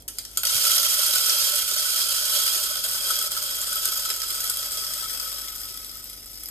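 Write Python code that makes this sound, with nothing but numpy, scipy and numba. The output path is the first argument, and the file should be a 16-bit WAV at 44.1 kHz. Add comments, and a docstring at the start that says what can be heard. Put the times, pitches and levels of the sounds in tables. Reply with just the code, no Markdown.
"""Tiled kitchen: coffee beans pour from a metal jug into the plastic hopper of a grinder on a stone counter.
Each hit is a tick, a short noise tumble and a set of wall resonances; the grinder body knocks below.
The bean-on-bean share of the colour is small at first, fades by 2.5 s, then grows to the end.
A far-off fridge hums as steady sines over a low rumble, and tiles and counter add a dense noise tail.
A phone with two microphone ports and gain control listens from arm's length."""
import sys
import numpy as np
from scipy import signal
from scipy.fft import rfft, irfft
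from scipy.io import wavfile
from scipy.ndimage import uniform_filter1d
from numba import njit

SR = 44100
rng = np.random.default_rng(int(sys.argv[2]) if len(sys.argv) > 2 else 0)


def wav_record(signal):
    """Record a signal, one row per channel, as 16-bit PCM in the file named by sys.argv[1]."""
    frames = np.transpose(np.atleast_2d(signal))
    bounded = np.clip(frames, -1, 1)
    # unit amplitude maps onto the largest positive 16-bit level
    quanta = np.round(bounded * 32767).astype(np.int16)
    wavfile.write(sys.argv[1], SR, quanta)


N = 286650
T = np.arange(N) / SR

# Fridge hum tones: pitch_hz, level_db (rms before the slight pan)
HUM = [(50, -54.5), (100, -64), (120, -73), (150, -80), (250, -68.5), (300, -69)]
# Colour of the kitchen rumble: pitch_hz, relative density_db
KITCHEN_COLOUR = [(15, -58), (25, 7.5), (72, -3.5), (174, -3.5), (681, -8), (884, -15), (1270, -27),
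                  (2130, -30), (2560, -57), (3000, -57), (3900, -53), (6600, -120)]
RUMBLE_DB = -56.5

# Drive of the pouring stream: start_s, level_db
POUR = [(0, -47.5), (.42, -47.5), (.45, -19), (.59, -20.5), (.74, -18), (.79, -19.5), (.98, -20),
        (1.59, -21.5), (1.65, -24.5), (2.4, -22), (2.78, -28), (3.27, -30), (3.81, -30.5), (3.87, -25.5),
        (3.92, -29.5), (4.25, -31), (5.13, -33), (6.2, -41.5), (6.5, -41.5)]
# Brief dips (negative) and surges (positive) of the level: centre_s, change_db, half_length_s
LEVEL_CHANGES = [(0.068, -40, 0.069), (0.49, -7, 0.07), (2.044, -6, 0.023), (2.19, -2.5, 0.089),
                 (2.814, -4.5, 0.06), (3.108, 4, 0.065), (3.289, -16, 0.022), (3.344, -3.5, 0.021),
                 (4.2, -4, 0.066), (4.484, 3.5, 0.071), (4.533, -3, 0.031)]
# Where the stream lands: start_s, left_minus_right_db, wall_ring_db
AIM = [(0, -2.5, -23), (.35, -0.5, -3.5), (.55, -5.5, 0), (2.1, -5.5, 1), (3.2, -3, 6), (4.2, -3.5, 4.5),
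       (5.2, 0, 5), (6, -0.5, -1.5), (6.5, -0.5, -5)]
# Share of hits coloured as beans landing on beans: start_s, share (0 to 1)
HEAP = [(0, 0.25), (2.5, 0.012), (4.5, 0.42), (6, 1), (6.5, 1.)]
FULL_S = 6.5  # the hopper fills evenly until then
HITS_PER_S, SIZE_SPREAD_DB = 1000., 2.0  # fullest hit rate, decay scale of the spread of hit sizes
THIN_DB, THIN_SLOPE = -28, .35  # under this flow the hits come further apart

# Single hits and bounces of beans: start_s, strike_db, low_wall_ring_db, treble_tilt_db (before the mix)
BEANS = [(0.0221, -32.5, -22, 5), (0.0798, -16.5, -10, 8.5), (0.0838, -15.5, -8, 1),
         (0.1849, -10.5, -38, -1), (0.251, -20, -30, 0), (0.314, -30, -21, 6.0), (0.3728, -7, -8, 5),
         (0.378, -11, -3, 3), (0.4335, -7, 2, -1), (0.4519, -6.5, -17, 3.0), (0.4707, -11.5, -23, -17),
         (0.546, -5, -16.0, 0.0), (1.034, -12, -6, 12), (1.0495, -17, -11, -10), (1.141, -19, -9, 6),
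         (1.156, -3, -2, 0), (1.225, -26, -7, 0), (1.2962, -6, 3, -10), (1.6259, -25, -6.5, 1.0),
         (1.6855, -18, -10, 12), (1.713, -11, 2, 0.0), (1.763, -8.5, 2, -2), (1.7875, -22, -1, -1),
         (2.1998, -16, -13, 3), (2.479, -8, -11, -8), (2.845, -14, -1, 7), (2.862, -16.5, 6, 12),
         (2.9126, -15, -22, 9), (2.934, -15, -5, 11), (2.9464, -18, 8, 6), (3.103, -10, 9, 3),
         (3.189, -6, -9, 2), (3.2167, -20, -12, 0), (3.2256, -9, -10, 5), (3.2728, -12, -10, -5),
         (3.3058, -18, -2.0, 2.0), (3.318, -11, 1, 1), (3.376, -10.5, 3, -5), (3.351, -13.5, 4, -4),
         (3.366, -12, 5, 0), (3.4263, -12, -10, 6), (3.5677, -24, -10, 16), (3.615, -13, -13, 10),
         (3.6305, -18.0, 2, 2), (3.7289, -13, 3, 5), (3.7568, -12, 4, 12), (3.8552, -3.5, -5, 3),
         (3.9351, -14, -10, 1), (3.9752, -15, 3, 14), (4.1018, -5, -4, -1), (4.1622, -18, -14, 12),
         (4.1956, -19, -13, 6.0), (4.2175, -10, -2, -2), (4.285, -17.5, -5, 12), (4.352, -13.5, -8, 3),
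         (4.405, -16, -24, 17), (4.4387, -19, -12, 5), (4.4977, -6, -1.5, 5), (4.571, -12, -16, 6),
         (4.659, -24, -9, 6), (4.719, -14, -12.0, 4), (4.7577, -27, -12.0, 2), (4.7902, -15, -12, 4),
         (4.868, -22, -9.5, 5), (4.9366, -11, -17, 2), (4.974, -23.5, -11.0, 3.5), (5.0977, -18, -17, -9),
         (5.1369, -23, -13.0, -7), (5.199, -11, -6, -4), (5.299, -23.5, -9.5, -0.5), (5.483, -17, -10.0, 1),
         (5.5617, -32, -18, 8), (5.6163, -21, -2, 2.5), (5.654, -20, -2, 10), (5.6875, -17.5, -10, -1),
         (5.721, -29, -14.0, 4), (5.7736, -21, -11, 3.0), (5.846, -16.5, -21, 4), (5.955, -28, -5, 3),
         (5.971, -23, -16.0, 7), (6.0052, -38, -20, -0.5), (6.0197, -31, -22, 5), (6.0416, -21, -11, 6.0),
         (6.0993, -27, -18.0, 8), (6.152, -34.5, -10, 10.0), (6.2592, -26.5, -7, 11),
         (6.316, -27, -22.0, 10.0), (6.3322, -27.5, -22, 8), (6.3563, -21.5, -17.0, 1),
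         (6.3973, -26, -28, 8.0), (6.4351, -17, -30, 9), (6.458, -17, -25, 3), (6.487, -20.5, -5, 10)]
TUMBLE_S, BEAN_TICK_DB = 0.013, 9  # t60 of the tumble on bare wall, tick boost
BEAN_BASS_DB = -6  # a single hit barely moves the lowest wall modes

# Hopper wall modes: pitch_hz, width_hz (wall free of beans), level_db, full_pitch_change_percent, full_level_change_db
HOPPER = [(392, 26, -13, 0, 3), (538, 10, -11, 0, -3), (596, 30, -3, 1, -2), (1083, 11, -3.5, -6, -10),
          (1334, 21, 4.5, -4, 1), (3246, 24, 6.5, 1.8, -5), (3818, 24, -2.5, -2, -10),
          (4030, 45, -4, -3, -8), (639, 25, -16, 0, 0), (864, 24, -20, 0, 0), (1484, 54, -5, 1, 1),
          (2460, 79, -12, 0, -12), (3330, 120, -4, 2.5, -4), (4915, 130, 4.5, 3, -1),
          (6960, 85, 4, 1, -3.5), (8120, 150, 1, -2.5, 4), (8650, 117, 4, 0, -4), (10100, 90, -3, 0, -4),
          (11800, 120, 8, 0, -3.5), (13800, 160, 4, 0, -3.5)]
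# Edges between bass, low, middle and high wall modes: pitch_hz
MODE_GROUPS_HZ = [1200, 2000, 4500]
# Wall ring under the patter for the bass, low, middle and high modes: level_db
RING_DB = [-5.5, -5, -1, -4.5]
# Colour of a bean cracking on plastic: pitch_hz, relative density_db
ON_WALL = [(150, -61), (250, -66), (458, -106), (580, -11.5), (962, -78), (1350, -2.5), (1890, -20.5),
           (3230, 0.5), (3640, -5), (4930, 3), (5830, 2.5), (14000, 4)]
# Colour of a bean cracking on beans: pitch_hz, relative density_db
ON_HEAP = [(880, -56), (1500, -32), (1890, -12.5), (2530, -17), (3480, -24), (4480, -24), (4920, 2.5),
           (7080, -12), (7700, -1.5), (8220, -3.5), (10200, -6.5), (13000, 2), (14000, -2)]
# Bands of the tumble, each with its own tint: low_hz, high_hz
CRACK_BANDS = [(200, 2500), (2500, 4200), (4200, 6500), (6500, 9500), (9500, 12000), (12000, 16000)]
# Stereo width of the beans: pitch_hz, side_minus_mid_db
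WIDTH = [(60, -8), (110, -3), (200, -6), (380, -21), (700, -21), (1290, 0), (2380, -5), (4400, 1),
         (6000, -7), (8120, -8.5), (15000, -11.5)]

THUD_S, THUD_DB = 0.551, -38.5  # the grinder body rocks under the first rush
KNOCKS_PER_S, KNOCK_DB = 40., -33  # faint jolts of the body, push relative to the flow

ROOM_T60_S, ROOM_DB = 0.29, 0.5
EARLY_T60_S, EARLY_DB = 0.025, 5  # echoes of counter and box, above the tail

# Colour difference of the microphone ports: pitch_hz, left_minus_right_db
PORTS = [(60, 0), (200, -0.5), (700, 0.5), (1290, 3.5), (2400, 0.5), (8000, 2.5), (13000, 4.5)]
# Phase by which the left port leads: pitch_hz, lead_rad
PORT_LEAD = [(2000, 0), (2700, 1.8), (4400, 1.9), (5800, 2.9), (6400, 6.28)]
TOP_HZ = 14200  # the treble is cut above this


def undb(db):
    """Turn decibels into an amplitude factor."""
    return 10 ** (np.asarray(db) / 20)


def unit(x):
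    """Scale to rms 1."""
    return x / np.sqrt(np.mean(x ** 2))


def at_hz(table, hz):
    """Read a table of pitch_hz and value on a log-frequency axis."""
    f, v = np.transpose(table)
    return np.interp(np.log(np.maximum(hz, 1)), np.log(np.maximum(f, 1)), v)


def curve(table):
    """Draw the columns of a time table, sample by sample."""
    s, *columns = np.transpose(table)
    return [np.interp(T, s, column) for column in columns]


def band_pass(x, edges_hz):
    """Keep what lies between two frequencies, with gentle slopes."""
    return signal.sosfilt(signal.butter(2, edges_hz, "band", fs=SR, output="sos"), x)


def noise(colour, width):
    """Left and right noise of a given colour, built from unrelated mid and side."""
    hz = np.arange(N // 2 + 1) * SR / N
    mid, side = rfft(rng.standard_normal((2, N))) * undb(at_hz(colour, hz))
    side = side * undb(at_hz(width, hz))
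    return unit(irfft(np.array([mid + side, mid - side]), N))


def kitchen():
    """Fridge hum as steady sines over a low noise rumble, each leaning slightly to one side."""
    hum = sum(np.sqrt(2) * undb(db) * np.sin(2 * np.pi * (hz * T + rng.random())) for hz, db in HUM)
    width = [(40, -10), (120, -13.0), (300, -15), (2000, 15.0)]  # pitch_hz, side_minus_mid_db
    rumble = undb(RUMBLE_DB) * noise(KITCHEN_COLOUR, width)
    return hum * undb([[-.4], [.4]]) + rumble * undb([[-1.5], [1.5]])


def room(x, count=9):
    """Tiles and counter return a dense tail; hits at different spots get different echoes."""
    t = np.arange(SR // 4) / SR
    own = rng.standard_normal((count, 2, len(t)))
    shared = rng.standard_normal((count, 1, len(t)))
    fade = 1000. ** (-t / ROOM_T60_S) + undb(EARLY_DB) * 1000. ** (-t / EARLY_T60_S)
    onset = np.clip(t / 0.0013, 0, 1)
    tails = (own + 2.33 * shared) * fade * onset
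    tails = signal.sosfilt(signal.butter(1, 9000, fs=SR, output="sos"), tails)
    tails /= np.sqrt(np.sum(tails ** 2, axis=2, keepdims=True))

    # a new random spot every 512 samples, with short crossfades
    spot = np.repeat(rng.integers(0, count, N // 512 + 1), 512)[:N]
    wet = 0
    for k in range(count):
        share = uniform_filter1d(1. * (spot == k), size=256)
        wet = wet + signal.oaconvolve(x * share, tails[k], axes=1)
    return undb(ROOM_DB) * wet[:, :N]


def flow():
    """Drive level of the patter in dB, with its brief dips and surges."""
    level_db = curve(POUR)[0]
    for s, change_db, half_s in LEVEL_CHANGES:
        level_db = level_db + change_db * np.clip(1 - np.abs(T - s) / half_s, 0, 1)
    return level_db


def heap():
    """Share of hits coloured as beans on beans, sample by sample."""
    return np.clip(curve(HEAP)[0], 0, 1)


@njit
def mode(push, hz, width):
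    """A ringing mode whose pitch and damping may drift: a decaying rotation fed by the push."""
    out, left, right, pole = np.empty(push.shape), 0j, 0j, 0j
    for i in range(push.shape[1]):
        if i % 64 == 0:
            pole = np.exp(np.pi * (2j * hz[i] - width[i]) / SR)
        left = left * pole + push[0, i] + 1e-18
        right = right * pole + push[1, i] + 1e-18
        out[0, i], out[1, i] = left.imag, right.imag
    return out


def thud():
    """Low body modes of the grinder on the counter, pushed by one strong knock and many faint ones."""
    push = (rng.random(N) < KNOCKS_PER_S / SR) * rng.standard_normal((2, N)) * undb(flow() + KNOCK_DB)
    push[:, int(THUD_S * SR)] = undb(THUD_DB + np.array([-3., 3.]))
    soft = band_pass(push, [80, 320])
    body = [(111.0, 35.0, 5), (150.0, 12.0, -0.5), (228.0, 16.0, 3.5)]  # pitch_hz, width_hz, level_db
    return sum(undb(db) * mode(soft, np.full(N, hz), np.full(N, width)) for hz, width, db in body)


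def ring(at, size, group_db, spread_db):
    """Every hit strikes a new spot, so it feeds each wall mode with its own sign and strength."""
    out, fill = np.zeros((2, N)), T / FULL_S
    damping = 1 + heap()  # beans leaning on the wall choke its ring
    for hz, width, db, pitch_percent, full_db in HOPPER:
        spot, side, scatter = rng.standard_normal((len(at), 3)).T
        aim_db = group_db[np.searchsorted(MODE_GROUPS_HZ, hz)]
        strength_db = db + spread_db * scatter + aim_db + full_db * fill[at]
        mid = np.sign(spot) * size * undb(strength_db)
        push = np.zeros((2, N))
        push[:, at] = mid * (1 + side * undb(at_hz(WIDTH, hz)) * np.array([[1], [-1]]))
        pitch_hz = hz * (1 + pitch_percent / 100 * fill ** 2)
        out += mode(push, pitch_hz, width * damping) * width / 300
    # keep only the ring above 340 Hz
    return signal.sosfilt(signal.butter(8, 340, "high", fs=SR, output="sos"), out)


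@njit
def rattle(power, keep, rise):
    """Amplitude envelope of overlapping hits; each rises briefly and dies away."""
    out, fall, soft = np.empty(len(power)), 0., 0.
    for i in range(len(power)):
        fall = fall * keep[i] + power[i] + 1e-30
        soft += rise * (fall - soft)
        out[i] = np.sqrt(soft)
    return out


def crack(at, size, t60, tick_db, tint_db, tilt_db):
    """A bean's sharp tick and quick noise tumble, its colour mixed from plastic and beans by the heap share."""
    share = heap()
    colour = np.sqrt(1 - share) * noise(ON_WALL, WIDTH) + np.sqrt(share) * noise(ON_HEAP, WIDTH)
    sign, *tints = rng.standard_normal((len(at), 1 + len(CRACK_BANDS))).T
    out = 0
    # half the tilt is taken from the lower band, half given to the upper
    for edges_hz, lean in [([3200, 7500], -.5), ([7500, 14000], .5)]:
        tick = np.zeros((2, N))
        tick[:, at] = np.sign(sign) * size * undb(tick_db + lean * tilt_db)
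        out = out + band_pass(tick, edges_hz)

    keep = 1e-6 ** (1 / (t60 * (1 - 0.54 * share) * SR))  # a bean stops sooner among beans
    spectrum, hz = rfft(colour), np.arange(N // 2 + 1) * SR / N
    for (low_hz, high_hz), tint in zip(CRACK_BANDS, tints):
        lean = .5 if low_hz > 6000 else -.5
        power = np.zeros(N)
        np.add.at(power, at, (size * undb(tint_db * tint + lean * tilt_db)) ** 2)
        band = irfft(spectrum * ((hz >= low_hz) & (hz < high_hz)), N)
        out += rattle(power, keep, 0.14) * band
    return out


def beans():
    """Single hits and bounces over the patter, each with its own low wall ring and treble tilt."""
    s, strike_db, low_db, tilt_db = np.transpose(BEANS)
    at, size = (s * SR).astype(int), undb(strike_db)
    burst = crack(at, size, TUMBLE_S, BEAN_TICK_DB, tint_db=-1.0, tilt_db=tilt_db)
    group_db = [low_db + BEAN_BASS_DB, low_db, -4., -6.]
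    return undb(-6.0) * burst + undb(-11.5) * ring(at, size, group_db, spread_db=1.5)


def stream():
    """The dense patter: random hits, many small and a few large, crack and ring the wall."""
    level_db, chance = flow(), rng.random((N, 2))
    thin_db = np.clip(THIN_SLOPE * (level_db - THIN_DB), -3.5, 0)
    at = np.flatnonzero(chance[:, 0] < undb(thin_db) * HITS_PER_S / SR)
    # sparser hits are made larger in return
    size = undb((level_db - thin_db / 2)[at] - SIZE_SPREAD_DB * np.log(1 - chance[at, 1]))
    patter = crack(at, size, 0.03, tick_db=14.5, tint_db=3.0, tilt_db=-1.0)
    wall_db = curve(AIM)[1][at]
    group_db = [wall_db + ring_db for ring_db in RING_DB]
    return undb(-5.5) * patter + undb(-8.5) * ring(at, size, group_db, spread_db=1.5)


def scene():
    """The beans, panned to where the stream lands, with their room tail, the thuds and the kitchen."""
    pan_db = curve(AIM)[0]
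    near = (stream() + beans()) * undb(np.array([pan_db, -pan_db]) / 2)
    return near + room(near) + thud() + kitchen()


def record(dry):
    """Two ports differ in colour and phase; gain control turns loud sound down;
    the band around 210 Hz thins out whenever the sound is loud."""
    hz = np.arange(N // 2 + 1) * SR / N
    tilt_db = at_hz(PORTS, hz)
    spectrum = rfft(dry) * undb(np.array([tilt_db, -tilt_db]) / 2)
    spectrum[0] *= np.exp(1j * at_hz(PORT_LEAD, hz))
    ports = irfft(spectrum, N)
    low_mid_band = np.exp(-(np.log((hz + 1) / 210) / 0.35) ** 4)  # around 210 Hz
    low_mid = irfft(spectrum * low_mid_band, N)

    # both follow the full-band level: one over 0.15 s, one over 10 ms
    power = np.mean(ports ** 2, axis=0)
    keep = np.exp(-1 / (.15 * SR))
    loud = np.sqrt(signal.lfilter([1 - keep], [1, -keep], power))
    quick = np.sqrt(uniform_filter1d(power, int(0.01 * SR)) + 1e-18)
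    gain = np.maximum(loud / undb(-30.0), 1) ** -.3
    low_mid_share = np.maximum(quick / undb(-21.5), 1) ** -4.
    out = (ports + (low_mid_share - 1) * low_mid) * gain
    return signal.sosfilt(signal.ellip(12, .2, 90, TOP_HZ, fs=SR, output="sos"), out)


dry = scene()
out = record(dry)
wav_record(out)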